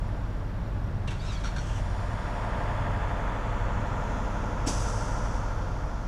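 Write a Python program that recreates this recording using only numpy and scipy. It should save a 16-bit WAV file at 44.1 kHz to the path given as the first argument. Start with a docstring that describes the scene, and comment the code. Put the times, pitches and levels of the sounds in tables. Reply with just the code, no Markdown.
"""Parked diesels idle across a truck stop, short harmonic series beating together, as a nearer semi creeps by.
The semi knocks (noise bursts through its block), whines and drones (multiples of its crank rate), and hisses.
After one second its brake valves clack, squeak and spurt shaped noise; later a brake dumps its air
with a thump and a long fading hiss under the canopy.
Behind lies the yard's rumble; a faint electronic whine pulses on top."""
import sys
import numpy as np
from scipy import signal
from scipy.fft import rfft, irfft, next_fast_len
from scipy.io import wavfile
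from scipy.ndimage import uniform_filter1d

SR = 44100
rng = np.random.default_rng(int(sys.argv[2]) if len(sys.argv) > 2 else 0)


def to_wav(sig):
    """Store sig (one row per channel, or 1-D mono) as 16-bit WAV at the path in sys.argv[1].

    Samples outside -1..1 are clipped; the rate is SR.
    """
    pcm = np.clip(np.atleast_2d(sig), -1, 1) * 32767
    pcm = np.round(pcm).astype(np.int16)
    wavfile.write(sys.argv[1], SR, pcm.T)  # frames by channels


N = 267880
TIME = np.arange(N) / SR


def gain_of(db):
    """Decibels to an amplitude factor."""
    return 10 ** (np.asarray(db) / 20)


def evened(x):
    """Scales to rms 1."""
    return x / np.sqrt(np.mean(x ** 2) + 1e-20)


def curve(rows, t=TIME):
    """Points joined by straight lines in time."""
    return np.interp(t, *np.transpose(rows))


def read(points, hz):
    """A spectrum in dB, joined by straight lines over log frequency."""
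    f, db = np.transpose(points)
    return np.interp(np.log(hz + 1), np.log(f + 1), db)


def coloured(x, points, bumps=()):
    """Gives x a broad spectrum with peaks (or dips, where the lift is negative) on top, at rms 1."""
    size = next_fast_len(N)
    hz = np.fft.rfftfreq(size, 1 / SR)
    db = read(points, hz)
    for f, width, lift in bumps:
        db = db + lift / (1 + (2 * (hz - f) / width) ** 2)
    return evened(irfft(rfft(x, size) * gain_of(db), size)[:N])


def air(points, bumps=()):
    """Noise of a given colour, as of turbulent air, rms 1."""
    return coloured(rng.standard_normal(N), points, bumps)


def swept(x, field):
    """A moving filter: field(Hz, s) gives its gain in dB."""
    hz, t, z = signal.stft(x, SR, nperseg=512, noverlap=384)
    return signal.istft(z * gain_of(field(hz[:, None], t)), SR, nperseg=512, noverlap=384)[1][:N]


def drift(rate):
    """Random wander of rms 1: twelve sine waves, the fastest at rate Hz."""
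    t = np.linspace(0, TIME[-1], num=2000)
    waves = sum(np.sin(2 * np.pi * (f * t + rng.random())) for f in rate * np.geomspace(.1, 1, num=12))
    return np.interp(TIME, t, evened(waves))


def burst(s, hold, t60, rise=0.0038):
    """A gain that opens at s, holds (timed from s), and dies away by 60 dB in t60 seconds."""
    t = TIME - s
    return np.clip(t / rise, 0, 1) * 1e-3 ** (np.maximum(t - hold, 0) / t60)


def arch(centre, width, t=TIME):
    """A smooth rise to 1 and back."""
    return np.exp(-((t - centre) / width) ** 2)


def cycle_db(crest, period, depth_db):
    """A slow, regular swell in dB."""
    return depth_db * np.cos(2 * np.pi * (TIME - crest) / period)


def swells(rows):
    """A gain that rises, holds and falls once for each row; rows add in power."""
    power = 0
    for start, end, db, rise, fall in rows:
        level_db = db - rise * np.maximum(start - TIME, 0) - fall * np.maximum(TIME - end, 0)
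        power = power + gain_of(level_db) ** 2
    return np.sqrt(power)


def squeal(hz, width_hz):
    """Noise in a narrow band that follows a pitch curve; rms 1."""
    noise = rng.standard_normal(N) + 1j * rng.standard_normal(N)
    narrow = signal.lfilter(*signal.butter(2, width_hz, fs=SR), noise)
    return evened((narrow * np.exp(2j * np.pi * np.cumsum(hz) / SR)).real)


# Far traffic and machinery across the yard. Each row: frequency in Hz, relative density in dB per Hz.
YARD = [(10, -22), (18, -4.5), (35, -1.5), (65, 1), (105, -3), (160, -5.5), (215, -9.5), (285, -9.5),
        (400, -16.5), (700, -17.5), (1400, -22.5), (2500, -34.5), (4200, -41), (11000, -58.5), (15000, -62)]
# Gentle rises and dips in the yard's noise. Each row: centre in Hz, width in Hz, lift in dB (negative cuts).
YARD_BUMPS = [(590, 50, 3), (1664, 110, 3), (2880, 800, 0), (3440, 200, 1.5), (10700, 700, -8)]


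def yard_rumble():
    """Far traffic and machinery: noise weighted to the bass, wavering gently."""
    return gain_of(-37.5 + .5 * drift(1.99)) * air(YARD, YARD_BUMPS)


# Engines parked across the lot. Each row: firing rate in Hz, then levels of harmonics 1 to 4 in dB
# before the throb and the overtones' slow changes.
IDLERS = [(26.6, -37, -44, -62, -58), (45.0, -34, -43, -52, -57), (44.44, -58, -44, -52, -60),
          (54.95, -47, -44, -60, -62)]
# Swells of all harmonics, then of the overtones alone: time of a crest in seconds, period in seconds,
# depth in dB.
THROB = (1.6, 1.76, 0.9)
OVERTONE_THROB = (1.84, 1.017, 2.8)


def parked_engines(wander_turns=0.014, waver_db=0.45):
    """Each exhaust is a short harmonic series; near rates beat, and overtones ease off over time."""
    out = np.zeros(N)
    overtones_db = 1.5 - 0.54 * TIME + cycle_db(*OVERTONE_THROB)
    for hz, *levels in IDLERS:
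        turns = hz * TIME + rng.random() + wander_turns * drift(1.207)
        for k, db in enumerate(levels, 1):
            level_db = db + waver_db * k * drift(2.7) + overtones_db * (k > 1)
            out += gain_of(level_db) * np.sin(2 * np.pi * (k * turns + rng.random()))
    throb_db = -1.44 + 0.37 * TIME + cycle_db(*THROB)  # the whole level grows slowly
    return np.sqrt(2) * out * gain_of(throb_db)


# The semi swings past and away from the microphone.
PASS_S, PASS_WIDTH_S = 3.6, 1  # midpoint and half length in seconds


def moved(t):
    """How far the semi has swung away, 0 to 1."""
    return (1 + np.tanh((t - PASS_S) / PASS_WIDTH_S)) / 2


# Six cylinder knocks in one crank turn: the strength of each in dB.
STROKES_DB = [0.5, -1.3, -1.5, -2, 1.2, -2.5]


def knocks(turns, knock_t60=0.187, ring_t60=0.57, ring_db=-9, loose=0.43, uneven=0.13):
    """Six knocks a crank turn, each repeating its own ring at one of three lags, plus loose rattle."""
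    slots = len(STROKES_DB)
    stroke = np.floor(turns * slots).astype(int)
    at = np.flatnonzero(np.diff(stroke)) + 1
    t = np.arange(SR // 4) / SR
    steady, power, blows = np.zeros(N), np.zeros(N), np.zeros(N)
    blows_db = np.take(STROKES_DB, stroke[at], mode="wrap") + 0.24 * rng.standard_normal(len(at))
    blows[at] = gain_of(blows_db)
    interval = TIME[-1] / len(at)
    for slot in range(slots):
        age = t - interval * uneven * (slot % 3)  # each group of cylinders sounds a little later
        decay = gain_of(-60 * age / knock_t60) + gain_of(ring_db - 60 * age / ring_t60)
        fade = np.clip(age / 0.0053, 0, 1) * decay
        own = blows * (stroke % slots == slot)
        steady += signal.oaconvolve(own, fade * rng.standard_normal(len(t)))[:N]
        power += signal.oaconvolve(own ** 2, fade ** 2)[:N]
    rattle = np.sqrt(abs(power)) * rng.standard_normal(N)
    return np.sqrt(1 - loose) * evened(steady) + np.sqrt(loose) * evened(rattle)


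# Block and gear lines. Each row: multiple of the crank rate, level in dB while the truck faces the
# microphone, level in dB once it has turned away; both before the lift, the facing filter and the swells.
WHINE = [(16, -17, -17), (18, -13, -14), (21, -25, -24), (24, -12.5, -21), (36, -16, -17.5), (42, -26, -18),
         (43, -17.5, -23), (44, -17.5, -23), (46, -30, -22), (48, -12.5, -18), (50, -14, -16),
         (51, -30, -16), (53, -17, -23), (54, -15, -21), (57, -18.5, -28), (58, -21, -13.5),
         (59, -12.5, -26), (70, -24, -17), (72, -14, -18.5), (75, -16.5, -19), (76, -19, -19),
         (78, -18, -20), (81, -14, -21), (82, -18, -26), (87, -15, -19), (92, -19, -19), (99, -14, -24),
         (112, -23, -18), (134, -19, -25)]


def gear_lines(turns, waver_db=1.5, wander_turns=.025):
    """Steady multiples of the crank rate, whose balance shifts as the truck turns."""
    away = moved(TIME)
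    lines = np.zeros(N)
    for k, near_db, away_db in WHINE:
        level_db = near_db + (away_db - near_db) * away + waver_db * drift(2.5)
        phase = k * turns + rng.random() + wander_turns * drift(7)
        lines += gain_of(level_db) * np.sin(2 * np.pi * phase)
    return lines * gain_of(-.5 + 1.5 * arch(2.95, .75))  # stands out most as it pulls


# The semi's crankshaft picks up a little from idle, then hunts. Each row: time in seconds, turns per second.
CRANK = [(0, 11.76), (.5, 11.67), (1, 11.83), (1.5, 11.95), (2, 11.97), (2.3, 12.07), (2.7, 12.02),
         (3.7, 12.12), (3.9, 12.06), (4.3, 12.17), (4.6, 12.14), (4.9, 12.21), (5.15, 12.06), (5.5, 12.21),
         (6, 12.05)]
# Its engine block. Each row: frequency in Hz, relative density in dB per Hz.
BLOCK = [(130, -17), (210, -3.5), (330, -5), (400, -4), (426, -13), (464, -2.5), (586, -1.5), (718, -2),
         (773, -4), (879, -2.5), (1160, -5.5), (1260, -6), (1400, -5.5), (2340, -17.5), (3500, -25),
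         (4200, -61), (5460, -62), (9240, -120)]
# Peaks and dips in the block's sound. Each row: centre in Hz, width in Hz, lift in dB (negative cuts).
BLOCK_BUMPS = [(380, 110, -3.5), (645, 150, -1), (764, 33, -3.5), (980, 310, 2), (1290, 71, -0.5),
               (1396, 59, 2), (1516, 35, -2.5), (1820, 180, 2), (3514, 80, 7)]
# Its exhaust tones. Each row: multiple of the crank rate, level in dB before the swell.
EXHAUST = [(3, -49), (5.5, -53), (6, -48), (8.5, -41), (9, -46), (10, -52), (12, -50.5), (13, -56.5),
           (15, -52), (17, -54), (20, -61)]
# Swells of the knock with its gears, then of the exhaust. Each row: full from and until in seconds,
# level in dB, rise and fall in dB per second.
KNOCK = [(0, .03, -46.5, 15, 16), (2.48, 5.25, -36.5, 11, 8.5)]
DRONE = [(.3, 4.9, 0, 12, 5.5)]


def semi(body_db=-1):
    """Knocks sound the block, gears whine, exhaust drones; turning dulls treble and booms the low middle."""
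    turns = np.cumsum(curve(CRANK) * (1 + 0.00064 * drift(5))) / SR
    body = gain_of(body_db) * coloured(knocks(turns), BLOCK, BLOCK_BUMPS)

    def facing(hz, t):
        """Shelves on the treble and the low middle, and one panel that rings more as it turns away."""
        treble = np.clip((hz - 1430) / 300, 0, 1)
        low_middle = np.clip((560 - hz) / 250, 0, 1)
        treble_db = 2 - 5.5 * moved(t) + 1.5 * arch(PASS_S, PASS_WIDTH_S, t)  # flares, then dulls
        boom_db = -3.5 + 5 * arch(4.43, 0.97, t)  # crest while the pipe faces this way
        ring_db = 4 * moved(t) * arch(1385, 50, hz)
        return ring_db + treble_db * treble + boom_db * low_middle

    drone = np.zeros(N)
    for k, db in EXHAUST:
        drone += gain_of(db + 1.66 * drift(1.99)) * np.sin(2 * np.pi * (k * turns + rng.random()))
    engine = swept(body + np.sqrt(2) * gear_lines(turns), facing)
    return swells(KNOCK) * engine + swells(DRONE) * np.sqrt(2) * drone


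# The semi's soft hiss. Each row: full from and until in seconds, level in dB before the pavement bounce,
# rise and fall in dB per second.
HISS = [(0, .05, -64, 17, 10), (1.7, 2.4, -56.5, 17, 3.5), (4.1, 5.5, -57.5, 13, 6)]
# Its colour. Each row: frequency in Hz, relative density in dB per Hz.
HISS_COLOUR = [(2500, -6.5), (3400, 3.5), (3900, 0.5), (4700, 1.5), (5800, 1.5), (7200, -0.5), (7700, -8),
               (8400, -10.5), (9900, -9), (10700, -20.5), (14000, -30)]


def steady_hiss(dip_db=-7, crest_db=3, crest_ratio=1.46):
    """The pavement bounce cuts a dip and lifts a crest that slide down as the truck moves."""
    def bounce(hz, t):
        """A dip sliding from 6330 to 3900 Hz, with a broad crest above it."""
        place = hz / (6330 - 2430 * moved(t))
        return dip_db * arch(1, 0.047, place) + crest_db * arch(crest_ratio, 0.19, place)
    return swells(HISS) * swept(air(HISS_COLOUR), bounce)


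# A faint electronic whine. Each row: centre in Hz, width in Hz, level in dB before switching,
# start in the cycle 0-1, share of the cycle 0-1.
WHISTLES = [(5660, 49, -72, 0, .47), (11300, 40, -82.5, 0, 0.44), (12290, 60, -86.5, .38, .62)]
# Its ticks. Each row: frequency in Hz, relative density in dB per Hz.
TICK_COLOUR = [(2500, -10), (4200, 8), (7000, -1), (9500, 1), (13000, 0), (15000, -6)]


def electronic_whine(cycle_hz=29.97, tick_share=0.22):
    """Thin high tones switch on and off in every short cycle, with two faint noise ticks in each."""
    cycles = cycle_hz * TIME
    tones = np.zeros(N)
    for hz, width, db, start, share in WHISTLES:
        on = uniform_filter1d(1. * ((cycles - start) % 1 < share), size=80)
        tones += gain_of(db) * squeal(np.full(N, hz), width) * on
    ticking = (2 * cycles + tick_share / 2) % 1 < tick_share
    return tones + gain_of(-71) * air(TICK_COLOUR) * ticking


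# The brake valve's moving gap. Each row: time in seconds, spacing of its resonances in Hz.
GAP = [(1.18, 1050), (1.225, 1220), (1.26, 1315), (1.29, 1360), (1.31, 1275), (1.335, 1180), (1.355, 1115),
       (1.39, 1090)]


def gap_spacing(t=TIME):
    """Hz between the resonances of the valve's gap, which climbs and falls back."""
    return curve(GAP, t)


def flow(s, rise, hold, db, growth_db, t60):
    """The gain of air through a valve that opens ever wider, then shuts."""
    return gain_of(db + growth_db * np.clip(TIME - s, 0, hold)) * burst(s, hold, t60, rise)


# Valve spurts. Each row: start in seconds, level in dB, hold in seconds, decay t60 in seconds,
# treble tilt in dB per octave, share of the pipe's ring 0-1.
SPURTS = [(1.074, -38.5, 0.0084, 0.092, -1, .4), (1.103, -40, .01, 0.22, -1.2, .6),
          (1.435, -42.5, 0.035, 0.24, -0.5, 1), (1.56, -42, 0.008, 0.1, 0.5, .9),
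          (1.582, -45.5, .008, .09, 0, .9), (1.782, -50, .005, .06, 3, .5)]
# Colour of the spurts and clacks. Each row: frequency in Hz, relative density in dB per Hz.
VALVE = [(500, -2), (1000, 0), (1450, 1), (1900, 0), (2800, -4), (3500, 1), (4900, -11), (5800, -8),
         (7000, -10), (8100, -11), (9400, -23), (10700, -18), (12000, -40)]
# The valve's ringing pipe. Each row: centre in Hz, width in Hz, full lift in dB, of which each sound
# takes a share.
PIPE = [(920, 80, 16), (1450, 130, 2), (2310, 90, 9), (2760, 110, 7), (3300, 110, 2), (3710, 81, 5),
        (4380, 350, 4), (5580, 110, 13), (5940, 120, 11), (6450, 90, 8), (8250, 110, 5), (10400, 120, 7)]
# Air forced through the moving valve, then the thin leak: opening in seconds, rise in seconds,
# hold in seconds, level in dB before rush_db and flutter, growth in dB per second, closing t60 in seconds.
SQUEEZE = (1.14, 0.1, 0.192, -51, 25, 0.84)
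LEAK = (1.53, 0.1, 0.26, -53.3, 14, 0.12)
# Colours of that squeezed air and leak. Each row: frequency in Hz, relative density in dB per Hz.
SQUEEZE_COLOUR = [(700, -17), (1180, 4), (1500, 4.5), (2400, 1), (3300, 2), (4050, 0), (4500, -7),
                  (5400, -5), (6500, -4), (8100, -8), (9400, -19), (10700, -14), (12000, -32)]
LEAK_COLOUR = [(2000, 0), (3300, 3.5), (4100, -22), (5000, -11), (6200, 0.5), (7200, -7), (8200, -7),
               (9300, -22), (10800, -19), (12200, -30)]
# The leak's narrow opening rings. Each row: centre in Hz, width in Hz, lift in dB.
LEAK_RINGS = [(2834, 120, 5), (3330, 220, 5), (5130, 90, 7), (5700, 200, 6), (6400, 100, 6), (7300, 120, 5),
              (7850, 90, 6), (8550, 100, 10), (10850, 150, 7)]


def valve_air(crest_db=6.5, crest_hz=4900, rush_db=-1.0):
    """Short spurts, a squeezed rush whose resonances arch, and a thin leak (rush_db trims the rush alone)."""
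    def pipe(share):
        return [(f, width, share * lift) for f, width, lift in PIPE]

    out = np.zeros(N)
    for s, db, hold, t60, tilt_db, ring in SPURTS:
        tilt = [(500, 0), (16000, 5 * tilt_db)]  # five octaves
        jet = coloured(air(VALVE, pipe(ring)), tilt)
        out += gain_of(db) * burst(s, hold, t60) * jet

    def gap(hz, t):
        """Evenly spaced resonances of the valve's gap, sharpest in the middle treble."""
        crests = np.cos(np.pi * hz / gap_spacing(t)) ** 10
        emphasis = .7 + .3 * arch(crest_hz, 1200, hz)
        return crest_db * crests * emphasis / (1 + (hz / 7500) ** 4)

    rush = gain_of(rush_db) * evened(swept(air(SQUEEZE_COLOUR, pipe(0.52)), gap))
    out += rush * flow(*SQUEEZE)
    out += air(LEAK_COLOUR, LEAK_RINGS) * flow(*LEAK) * gain_of(1.4 * drift(160))
    return out * gain_of(1.1 * drift(110))  # the air flutters


# The valve squeaks as it opens and seats. 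Each row: start in seconds, level in dB, starting pitch in Hz,
# length in seconds.
SQUEAKS = [(1.075, -43.5, 2880, 0.015), (1.312, -48.5, 1290, .032), (1.354, -48, 3390, .012),
           (1.366, -51, 4520, .016), (1.44, -38.5, 1500, 0.02), (1.561, -43, 1600, 0.01),
           (1.582, -44, 1530, .012)]
# Gap resonances that sing in turn. Each row: multiple of the gap spacing, loudest at in seconds,
# half length in seconds, level in dB.
SONGS = [(3, 1.218, .025, -53.5), (4, 1.203, .014, -55), (4, 1.28, .032, -54), (3, 1.3, .024, -48),
         (2, 1.293, .014, -52), (5, 1.335, .025, -56), (4, 1.335, .02, -56), (3, 1.345, .02, -55),
         (6, 1.33, .03, -63), (1, 1.32, .025, -51)]


def valve_squeaks(sag=3.1, squeak_width_hz=45, song_width_hz=160):
    """Each squeak falls in pitch; resonances of the squeezed air sing in rough snatches."""
    out = np.zeros(N)
    for s, db, hz, length in SQUEAKS:
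        pitch = hz * np.exp(-sag * np.clip(TIME - s, 0, .06))
        out += gain_of(db) * burst(s, length, 0.026) * squeal(pitch, squeak_width_hz)
    for k, s, width, db in SONGS:
        out += gain_of(db) * arch(s, width) * squeal(k * gap_spacing(), song_width_hz)
    return out


# The valve's piston clacks against its seat. Each row: start in seconds, level in dB.
CLACKS = [(1.438, -43), (1.444, -38.5), (1.458, -41), (1.476, -41.5), (1.563, -40), (1.582, -39.5),
          (1.589, -43)]
# Its metal housing rings. Each row: frequency in Hz, level in dB re the clack, decay t60 in seconds.
HOUSING = [(1340, -1, .04), (1500, 1, .05), (2400, -7, .04), (3290, -10, .04), (3700, -9, .04),
           (4330, -9, .14), (5660, -10, .2), (5950, -14, .07), (6480, -13, .06)]


def valve_clacks(crack_db=2, crack_t60=0.015, detune=0.0097):
    """Each clack is a short crack that leaves the housing ringing, a little differently each time."""
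    t = np.arange(SR // 4) / SR
    rings, cracks = np.zeros(N), np.zeros(N)
    for s, db in CLACKS:
        ring = np.zeros(len(t))
        for hz, level, t60 in HOUSING:
            pitch = hz * (1 + detune * rng.standard_normal())
            ring += gain_of(level - 60 * t / t60) * np.sin(2 * np.pi * (pitch * t + rng.random()))
        rings[round(s * SR):][:len(t)] += gain_of(db) * ring * np.minimum(t / .001, 1)
        cracks += gain_of(db + crack_db) * burst(s, 0, crack_t60, rise=0.0011)
    return rings + air(VALVE) * cracks


# The pop as the brake valve opens. Each row: frequency in Hz, relative density in dB per Hz.
POP = [(120, -34), (215, -11), (262, -4), (310, -4.5), (420, -16), (700, -13), (1500, -34), (2700, -40),
       (4000, -42), (8000, -58)]


def brake_thump():
    """The opening valve pops and the brake chamber rings once, at 262 Hz."""
    pop = gain_of(-34) * air(POP) * burst(4.663, .025, .12, rise=.012)
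    chamber = np.sin(2 * np.pi * 262 * TIME) * burst(4.661, .024, .2, rise=.013)
    return pop + gain_of(-30) * chamber


# Colour of the dumped air. Each row: frequency in Hz, relative density in dB per Hz.
DUMP_COLOUR = [(1500, -16.5), (2700, -6), (3600, -7.5), (4050, -12), (4700, -5), (5900, -1), (7000, -3.5),
               (7900, -8.5), (8500, -11), (10100, -9.5), (10600, -18), (11200, -23), (13000, -28),
               (14800, -45)]
# The ringing nozzle. Each row: centre in Hz, width in Hz, lift in dB.
NOZZLE = [(3550, 200, 2), (4700, 28, 4), (4950, 120, 4), (5500, 40, 2), (5610, 70, 6), (6010, 45, 12),
          (6340, 110, 3), (7900, 170, 7), (8500, 270, 2.5)]
# The band that sings as the chamber drains. Each row: frequency in Hz, relative density in dB per Hz.
SING = [(4300, -40), (4950, -9), (5350, -11), (5610, 0), (5800, -5), (6010, -5), (6400, -2.5), (6900, -16),
        (7600, -50)]
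DUMP_S, DUMP_RISE_S = 4.661, 0.016  # start and rise in seconds


def brake_dump(dulling_db=7.0, flutter_db=0.9, sing_db=-2):
    """A blast, then a jet that narrows to a singing band as the pressure falls, until the valve shuts."""
    since = np.maximum(TIME - DUMP_S, 0)

    def narrowing(hz, t):
        """Dulls each octave away from 5800 Hz, ever more for one second."""
        return -dulling_db * np.clip(t - DUMP_S, 0, 1) * abs(np.log2((hz + 1) / 5800))

    jet = swept(air(DUMP_COLOUR, NOZZLE), narrowing)
    jet = jet + gain_of(sing_db) * np.minimum(since, 1) * air(SING)
    blast = gain_of(-33) * burst(DUMP_S, 0.021, 0.237, DUMP_RISE_S)
    drain = gain_of(-40.5 - 60 * since / 2.846) * burst(DUMP_S, 0.71, 0.94, DUMP_RISE_S)
    return jet * np.hypot(blast, drain) * gain_of(flutter_db * drift(90))


def canopy(x, wet_db, t60):
    """Scattered reflections from the roof, pumps and trailers: a decaying noise tail."""
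    t = np.arange(SR) / SR
    tail = rng.standard_normal(SR) * (t > .012) * gain_of(-60 * t / t60)
    return x + gain_of(wet_db) * signal.fftconvolve(x, tail / np.linalg.norm(tail))[:N]


def scattered(x, echo_db, spread=.022, count=14):
    """A few early echoes off trailers and pumps ripple the spectrum."""
    taps = np.zeros(SR // 10)
    delays = (SR * rng.uniform(.002, spread, count)).astype(int)
    taps[delays] = rng.choice([-1, 1], count) * gain_of(echo_db) / np.sqrt(count)
    taps[0] = 1  # the direct sound
    return signal.oaconvolve(x, taps / np.linalg.norm(taps))[:N]


def scene():
    """Engines and air, over the rumble of the yard, in one channel."""
    engines = yard_rumble() + parked_engines() + semi()
    valves = valve_air() + valve_squeaks() + valve_clacks()
    brakes = canopy(valves + brake_dump(), wet_db=-12.0, t60=0.71)
    hisses = scattered(steady_hiss() + brakes, echo_db=-12.0)
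    return (engines + electronic_whine() + brake_thump() + hisses)[None]


def record(dry):
    """The microphone chain's band limit: a steep low-pass at 15.2 kHz."""
    lowpass = signal.firwin(511, 15200, window=("kaiser", 9), fs=SR)
    return signal.oaconvolve(dry, lowpass[None], "same")


dry = scene()
out = record(dry)
to_wav(out)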